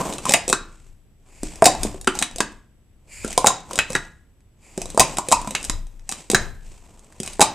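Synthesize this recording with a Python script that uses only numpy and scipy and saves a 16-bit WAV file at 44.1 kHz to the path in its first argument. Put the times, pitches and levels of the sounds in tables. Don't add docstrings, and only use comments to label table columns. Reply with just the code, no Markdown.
import sys
import numpy as np
from scipy import signal
from scipy.fft import rfft, irfft
from scipy.io import wavfile
from scipy.ndimage import uniform_filter1d

SR = 44100
rng = np.random.default_rng(int(sys.argv[2]) if len(sys.argv) > 2 else 0)


def amplitude_ratio(level_db):
    exponent = np.asarray(level_db, float) / 20
    return 10 ** exponent


def digitize_waveform(pressure):
    field = np.atleast_2d(pressure).T
    bounded = np.clip(field, -1, 1)
    quanta = np.round(bounded * 32767).astype(np.int16)
    wavfile.write(sys.argv[1], SR, quanta)


N = 332514


def evened(x):
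    return x / np.sqrt(np.mean(x ** 2) + 1e-20)


def peak_at(x, db):
    return amplitude_ratio(db) * x / abs(x).max()


def read(points, hz):
    f, value = np.transpose(points)
    return np.interp(np.log(hz + 1), np.log(f + 1), value)


def add(mix, s, sound):
    part = mix[max(round(s * SR), 0):][:len(sound)]
    part += sound[:len(part)]


def fade(t60, size):
    return amplitude_ratio(-60 * np.arange(size) / SR / max(t60, .003))


def ring(x, hz, t60):
    r = amplitude_ratio(-60 / max(t60, .003) / SR)
    w = 2 * np.pi * hz / SR
    return signal.lfilter([np.sin(w)], [1, -2 * r * np.cos(w), r * r], x)


def colour(points, size=512):
    hz = abs(np.fft.fftfreq(4096, 1 / SR))
    log_gain = np.log(amplitude_ratio(read(points, hz)) + 1e-5)
    return np.fft.ifft(np.exp(np.conj(signal.hilbert(log_gain)))).real[:size]


def hiss(points, likeness):
    hz = np.fft.rfftfreq(N, 1 / SR)
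    left, other = rfft(rng.standard_normal((2, N)))
    same = np.clip(read(likeness, hz), 0, 1)
    right = same * left + np.sqrt(1 - same ** 2) * other
    return evened(irfft(np.array([left, right]) * amplitude_ratio(read(points, hz)), N))


def swell(start, end, db, rise_db, fall_db):
    t = np.arange(0, N, 256)[:, None] / SR
    rise = rise_db * np.maximum(start - t, 0)
    fall = fall_db * np.maximum(t - end, 0)
    power = amplitude_ratio(db - rise - fall) ** 2
    return np.interp(np.arange(N) / SR, t[:, 0], np.sqrt(power.sum(axis=1)))


# pitch_hz [Hz], level_db [dB per Hz]
HISS_TONE = [(29, -15.5), (50, 5.5), (292, -14.5), (776, -26.5), (1220, -30.5), (3170, -32.5), (3570, -34),
             (4020, -38.5), (13600, -39), (14900, -45)]
# pitch_hz [Hz], likeness [0 to 1]
HISS_LIKENESS = [(60, 0.92), (600, 0.8), (3000, 0.3), (6600, .05)]
# pitch_hz [Hz], level_db [dB]
WHINE = [(7838, -80), (7897, -85.5)]


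def room_tone():
    t = np.arange(N) / SR
    whine = sum(amplitude_ratio(db) * np.sqrt(2) * np.sin(2 * np.pi * hz * t) for hz, db in WHINE)
    return amplitude_ratio(-56) * hiss(HISS_TONE, HISS_LIKENESS) + whine


# pitch_hz [Hz], t60_s [s to lose 60 dB]
ECHO_TIME = [(100, 1), (260, 0.41), (700, 0.38), (1600, 0.44), (4850, 0.34), (12000, 0.14)]
# pitch_hz [Hz], level_db [dB]
ECHO_WIDTH = [(60, -9.5), (400, -22.5), (1200, -15.5), (4300, -10.5), (8000, -4), (14500, 4)]


def room(x):
    taps = np.zeros((2, SR // 2))
    at = np.arange(120, SR // 2 - 20, 20) + rng.integers(0, 20, (2, (SR // 2 - 121) // 20))
    np.put_along_axis(taps, at, rng.choice([-1., 1.], at.shape), 1)
    hz, t, z = signal.stft(taps, SR, nperseg=256)
    z[1] *= amplitude_ratio(read(ECHO_WIDTH, hz))[:, None]
    decay = amplitude_ratio(-60 * t / read(ECHO_TIME, hz)[:, None]) + 1.5 * amplitude_ratio(-60 * t / 0.1)
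    mid, side = signal.istft(z * decay, SR, nperseg=256)[1]
    echoes = np.array([mid + side, mid - side]) / np.linalg.norm(mid)
    return signal.fftconvolve(x[None], echoes, axes=1)[:, :N]


# start_s [s], level_db [dB]
PUSHES = [(.08, -38), (.44, -39.5), (.62, -45), (.9, -44.5), (1.46, -33.5), (1.81, -26), (2.0, -38),
          (2.17, -44), (2.34, -40.5), (3.24, -32.5), (3.37, -42.5), (3.72, -45), (3.93, -41), (4.85, -38),
          (5.1, -42.5), (5.401, -33.5), (5.72, -28), (5.97, -46), (6.419, -27.5), (6.68, -39.5),
          (7.28, -40.5)]


def table_sway():
    s, push_db = np.transpose(PUSHES)
    rumble = hiss([(10, -32.0), (21, -4.0), (27, 4.0), (38, -13), (70, -15), (140, -24.5), (300, -59.5)],
                  [(30, 0.89), (300, 0.81)])
    rumble *= amplitude_ratio(-60) + swell(s, s, push_db, rise_db=160, fall_db=71.5)
    return amplitude_ratio([[1.5], [-1.5]]) * rumble


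# pitch_hz [Hz], likeness [0 to 1]
RUB_LIKENESS = [(60, 0.98), (370, 0.98), (2320, 0.96), (14500, 0.7)]
# pitch_hz [Hz], level_db [dB per Hz]
CHAFE_TONE = [(1200, -12.5), (2500, -3), (4000, -9.5), (6000, -6.5), (8000, 0), (10500, -18),
              (14200, -28.5)]
# start_s [s], end_s [s], chafe_db [dB], rustle_db [dB]
STROKES = [(0, .07, -34.5, -26), (0.106, 0.164, -42.5, -40.5), (0.286, 0.29, -29.5, -31),
           (0.442, 0.577, -50.5, -47.5), (0.649, 0.86, -61, -65.5), (1.266, 1.422, -62.5, -60.5),
           (3.086, 3.207, -62.5, -58), (4.628, 4.753, -61, -59), (1.468, 1.478, -39, -52),
           (1.497, 1.62, -51.5, -48.5), (1.7, 1.724, -36, -42.5), (1.824, 1.868, -39.5, -36.5),
           (2.168, 2.19, -38.5, -41.5), (2.332, 2.5, -56, -55), (3.26, 3.324, -38.5, -46.5),
           (3.415, 3.544, -43, -47.5), (3.717, 3.76, -44, -39), (3.902, 3.97, -43.5, -42),
           (4.796, 4.954, -46.5, -48), (5.08, 5.123, -40.5, -39.5), (5.272, 5.628, -45, -45),
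           (5.684, 5.736, -51, -46), (5.905, 6.054, -69, -65.5), (6.143, 6.164, -40, -44.5),
           (6.398, 6.428, -46, -41.5), (6.65, 6.767, -55, -59.5), (6.844, 7.153, -60.5, -56),
           (7.257, 7.306, -40, -45.5), (7.494, 7.6, -55, -38.5)]


def handling():
    start, end, chafe_db, rustle_db = np.transpose(STROKES)
    slips = amplitude_ratio(2.6 * evened(uniform_filter1d(rng.standard_normal(N), 250)))
    chafe = evened(slips * hiss(CHAFE_TONE, RUB_LIKENESS))
    hollow = hiss([(90, -14.0), (160, 2.5), (800, -4.0), (1020, -3.5), (1200, -10.0), (2200, -30.5)],
                  RUB_LIKENESS)
    rustle = evened(slips * hollow)
    slopes = 297.5, 140
    return swell(start, end, chafe_db, *slopes) * chafe + swell(start, end, rustle_db, *slopes) * rustle


# pitch_hz [Hz], level_db [dB per Hz]
SCRAPE_TONE = [(710, -53), (1200, -27), (2410, -4.5), (3710, -27.5), (4780, -12.5), (6020, -22.5),
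               (7130, -6), (14300, -34), (14900, -58.5)]
# pitch_hz [Hz], level_db [dB], t60_s [s]
SHELL = [(2577, 4, 0.066), (3870, -3, .07), (4930, 6.5, 0.042), (6760, -7.5, .02), (7460, -0.5, 0.021),
         (7350, -5, 0.013)]
# start_s [s], full_s [s], end_s [s], level_db [dB]
DRAGS = [
    (1.225, 1.348, 1.6, -55),
    (3.059, 3.133, 3.25, -41.5),
    (4.574, 4.655, 4.78, -54.5),
]


def drags():
    scrape = hiss(SCRAPE_TONE, RUB_LIKENESS)
    singing = evened(sum(amplitude_ratio(db) * ring(scrape, hz, 0.41 * t60) for hz, db, t60 in SHELL))
    scrape = evened(scrape + 0.11 * singing)
    t = np.arange(N) / SR
    gain = sum(amplitude_ratio(db) * np.interp(t, [start, full, end, end + 0.063], [0, 1, 1, 0]) ** 2
               for start, full, end, db in DRAGS)
    return scrape * gain


CLUSTER = [(.9, .55), (.96, .8), (1, 1), (1.045, .8), (1.11, .55)]


def upper_note(hz, db, noise, longer=1, spread=1, size=4096):
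    blow = noise * (fade(0.023, size) + 0.18 * fade(.13, size))
    t60 = (0.014 + 30.0 / hz) * longer
    cluster = sum(share * ring(blow, hz * ratio ** spread, t60 * share) for ratio, share in CLUSTER)
    return peak_at(cluster, db - 0.5)


# start_s [s], level_db [dB]
OPEN_CUPS = [
    (.002, -17.5),
    (.262, -14.5),
    (1.672, -14.5),
    (3.377, -8),
    (3.501, -14),
    (5.012, -6.5),
    (5.185, -13),
    (5.325, -7.5),
    (7.418, -9.5),
]


def open_cups(spots):
    noise = rng.standard_normal((len(OPEN_CUPS), 4096))
    for k, ((s, db), n) in enumerate(zip(OPEN_CUPS, noise)):
        add(spots[k % len(spots)], s, upper_note(1030, db, n, longer=2.6, spread=.45))


# start_s [s], pitch_hz [Hz], level_db [dB]
WALL_NOTES = [(0.337, 2047, -5), (.338, 2618, -7), (0.5273, 1484, -4), (0.5269, 3840, -16.5),
              (1.654, 2388, -14), (1.656, 4877, -1.5), (2.075, 1490, -10.5), (2.075, 2890, -11.5),
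              (2.224, 1770, -16), (2.224, 2570, -16.5), (2.226, 3870, -25), (2.404, 1682, -10.5),
              (3.4698, 3870, -9), (3.789, 1781, -7), (3.789, 2570, -3), (3.789, 3932, -17.5),
              (3.952, 1590, -5), (3.95, 3870, -17.5), (5.03, 2462, -18), (5.005, 4785, -15),
              (5.323, 2412, -12), (5.55, 3840, -20), (5.549, 1740, -19), (5.552, 2645, -10),
              (3.245, 1450, -24.5), (6.3468, 1634, 0), (6.3481, 3870, -18.5), (7.412, 2486, -13),
              (7.414, 3870, -7.5), (7.414, 4870, -6)]


def wall_notes(spots):
    noise = rng.standard_normal((len(WALL_NOTES), 4096))
    for k, ((s, hz, db), n) in enumerate(zip(WALL_NOTES, noise)):
        is_rim = abs(hz - 3870) < 200
        longer, spread = (2.8, .2) if is_rim else (1, 1)
        add(spots[k % len(spots)], s, upper_note(hz, db, n, longer, spread))


# pitch_hz [Hz], t60_s [s]
TABLE = [(329.2, 0.05), (218.4, 0.045), (168.2, 0.028), (124, 0.0093)]


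def knock(row, noise, detune, taps, size=4096):
    s, crack_db, hollow_hz, hollow_db, thump_db, wall_db = row
    chatter_s = max(0.028 + .0004 * crack_db, .008)
    chatter = amplitude_ratio(-60 * (np.arange(size) / SR / chatter_s) ** 1.107)
    blow = noise * (chatter + 1.5 * fade(0.0063, size))

    snap = signal.oaconvolve(blow, taps)[:size]
    shell = sum(amplitude_ratio(db + 5 * e) * ring(blow, hz * (1 + 0.025 * d), t60)
                for (hz, db, t60), d, e in zip(SHELL, detune, detune[::-1]))
    crack = evened(snap) + amplitude_ratio(-13.0) * evened(shell)
    crack += (amplitude_ratio(wall_db) - 1) * signal.lfilter(*signal.butter(1, 3500, fs=SR), crack)

    push = signal.lfilter([1, -1], [1, -1.75, .77], .15 * blow + signal.unit_impulse(size))
    hollow_t60 = 23.0 / hollow_hz / (1 + (hollow_hz > 1150))
    air = ring(push, hollow_hz, hollow_t60)
    air += 0.18 * ring(push, hollow_hz * 1.3, hollow_t60 * .8)
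    air += 0.52 * ring(push, hollow_hz * .75, hollow_t60 * 0.5)

    table = sum(ring(push, hz * (1 + 0.068 * d), t60) for (hz, t60), d in zip(TABLE, detune))
    return peak_at(crack, crack_db + 0.5) + peak_at(air, hollow_db - 2.0) + peak_at(table, thump_db + 0.5)


# pitch_hz [Hz], level_db [dB per Hz]
CRACK_TONE = [(880, -11), (1500, -8.5), (3530, -10.5), (3880, -5.5), (4570, -14.5), (4890, -9.5),
              (5540, -7), (8380, -2), (13400, -25.5), (14900, -41)]
# start_s [s], crack_db [dB], hollow_hz [Hz], hollow_db [dB]
SLAPS = [(0.2543, -10.5, 1231, -11), (0.2936, -2.5, 555.4, -12.5), (0.3085, -9, 811.5, -14.5),
         (0.3376, 5, 604, -14), (0.3434, -19, 674.5, -3), (1.622, -9, 663, 3), (1.6565, 10, 848, -3),
         (1.6648, 2, 756.6, 4.5), (1.6714, -4.5, 702, -8.5), (3.3775, -0.5, 708.6, -1),
         (3.4443, -14.5, 779, 0.5), (3.462, -5, 762, -11), (3.4694, 6, 772.5, -9.5),
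         (3.4729, -8, 764.5, -4.5), (3.4823, -9.5, 1000, -7.5), (4.9755, -8, 669.4, -0.5),
         (4.996, 6.5, 746.4, -0.5), (5.0037, 5.5, 903, -0.5), (5.1842, -7.5, 998, -10),
         (5.316, -6, 1006, -8), (5.3225, 4, 913.5, -8), (5.3272, -4, 973, .5), (7.3951, -14, 634, -3),
         (7.4066, -1, 844, -6), (7.4139, 6, 852, 0.5), (7.4242, 0, 867, 2.5)]
# start_s [s], crack_db [dB], hollow_hz [Hz], hollow_db [dB], thump_db [dB]
NESTS = [(0.1261, -17.5, 505, -31, -25.5), (0.183, -17, 566, -37, -31), (0.5278, 1.5, 1220, -12, -15.5),
         (1.8505, -24, 593, -22.5, -12.5), (2.073, -4.5, 560, -27.5, -35), (2.0756, -8.5, 1340, -3, -9.5),
         (2.0797, -29.5, 1210, -15, -24), (2.2154, -13.5, 696, -18.5, -27), (2.2248, -1, 1320, -45, -42),
         (2.405, -2, 1400, -8.5, -18.5), (2.4097, -11.5, 1250, -27, -25), (3.779, -13.5, 586, -25, -32.5),
         (3.7889, -1.5, 840, -20.5, -29.5), (3.9524, -6, 816, -23, -17.5), (3.962, -14, 904, -25, -29.5),
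         (5.4742, -17, 980, -18, -22), (5.5509, -6, 1220, -35, -46), (5.6973, -5, 1210, -22, -23.5),
         (6.334, -16.5, 620, -21.5, -10.5), (6.347, 2.5, 690, -16.5, -7)]
# start_s [s], crack_db [dB], hollow_db [dB], thump_db [dB]
GRABS = [(0.4797, -8, -18, -25.5), (0.4908, -10, -19, -35), (0.499, -3.5, -13.5, -23),
         (1.4325, -17, -34.5, -16.5), (1.6428, -5, -22.5, -23), (1.8324, -7, -24.5, -24),
         (1.9441, -31.5, -51, -23), (2.3604, -18, -27.5, -35), (3.2469, -20, -38.5, -15.5),
         (3.7329, -14, -27, -35), (3.7566, -13.5, -28.5, -34), (3.9035, -19, -21, -26),
         (4.7769, -16, -23, -18.5), (4.9469, -24.5, -31.5, -21.5), (5.2861, -10.5, -18.5, -23.5),
         (5.508, -15.5, -28, -31), (6.3004, -6, -13, -20.5), (7.2016, -14, -42, -20)]
# start_s [s], crack_db [dB], hollow_hz [Hz], hollow_db [dB]
TAPS = [(.0999, -23.5, 940, -31), (.1367, -19.5, 1060, -29), (.1877, -27.5, 1210, -23.5),
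        (1.75, -22, 876, -18), (2.1524, -17, 853, -22), (2.312, -29, 710, -32.5), (2.384, -15, 690, -25),
        (3.2782, -20, 600, -30.5), (3.3065, -19, 666, -27), (3.4558, -17.5, 688, -22.5),
        (3.692, -36, 930, -34), (3.7101, -26, 995, -19), (3.931, -18, 544, -30),
        (4.8172, -13.5, 680, -22.5), (4.8569, -20.5, 690, -23), (5.3087, -17, 483, -25),
        (5.4155, -20.5, 1010, -22), (5.4469, -27, 960, -20), (5.6115, -31.5, 850, -39),
        (5.642, -19, 740, -33), (6.123, -13.5, 1200, -25)]
# start_s [s], crack_db [dB], wall_db [dB]
TICKS = [(0.321, -5, -12.5), (1.5573, -27.5, -12), (2.0129, -21.5, -18.5), (2.0453, -23.5, 1.5),
         (2.1894, -8.5, -21), (3.3287, -16, -12.5), (3.922, -20, -7), (4.406, -50.5, 5), (4.902, -21.5, -8),
         (5.1707, -12.5, 3.5), (5.6289, -19.5, -14), (5.649, -14, -21), (5.6858, -29, 1),
         (5.8688, -35.5, -1), (6.092, -10, -19.5), (6.115, -14.5, -9), (6.315, -9, -8), (5.995, -40, 13.5),
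         (6.875, -47, -17), (6.9937, -35.5, -20.5), (7.045, -41, -19.5), (7.124, -37, 3), (7.2322, -16, -6),
         (7.262, -19, -14), (7.2764, -16.5, 0), (7.3336, -22.5, -8)]


def knocks(spots):
    # start_s, crack_db, hollow_hz, hollow_db, thump_db, wall_db
    rows = [(s, crack, hz, hollow, -19.5 + .7 * hollow, -1) for s, crack, hz, hollow in SLAPS]
    rows += [(*row, 7) for row in NESTS]
    rows += [(s, crack, 510, hollow, thump, -13.5) for s, crack, hollow, thump in GRABS]
    rows += [(s, crack, hz, hollow, hollow - 12, -4) for s, crack, hz, hollow in TAPS]
    rows += [(s, crack, 770.5, crack - 18, crack - 29, wall) for s, crack, wall in TICKS]
    taps = colour(CRACK_TONE)
    noise = rng.standard_normal((len(rows), 4096))
    detune = rng.standard_normal((len(rows), len(SHELL)))
    for k, (row, n, d) in enumerate(zip(rows, noise, detune)):
        add(spots[k % len(spots)], row[0], knock(row, n, d, taps))


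def scene():
    spots = np.zeros((3, N))
    knocks(spots)
    wall_notes(spots)
    open_cups(spots)
    cups = spots.sum(axis=0)
    slope = 0.11 * np.gradient(cups)
    near = np.array([cups - slope, cups + slope])
    echoes = amplitude_ratio(-8.0) * sum(room(spot) for spot in spots)
    return near + echoes + drags() + handling() + table_sway() + room_tone()


def low_pass(x):
    return signal.sosfilt(signal.butter(12, 15070, fs=SR, output="sos"), x)


def record(dry):
    heard = signal.oaconvolve(dry, signal.firwin(255, 14200, fs=SR)[None], "same")
    loud = np.clip(heard, -1, 1)
    smooth = signal.oaconvolve(loud, signal.firwin(127, 15000, fs=SR)[None], "same")
    mix = np.clip(.3 * loud + .7 * smooth, -1, 1)
    return low_pass(mix)


dry = scene()
out = record(dry)
digitize_waveform(out)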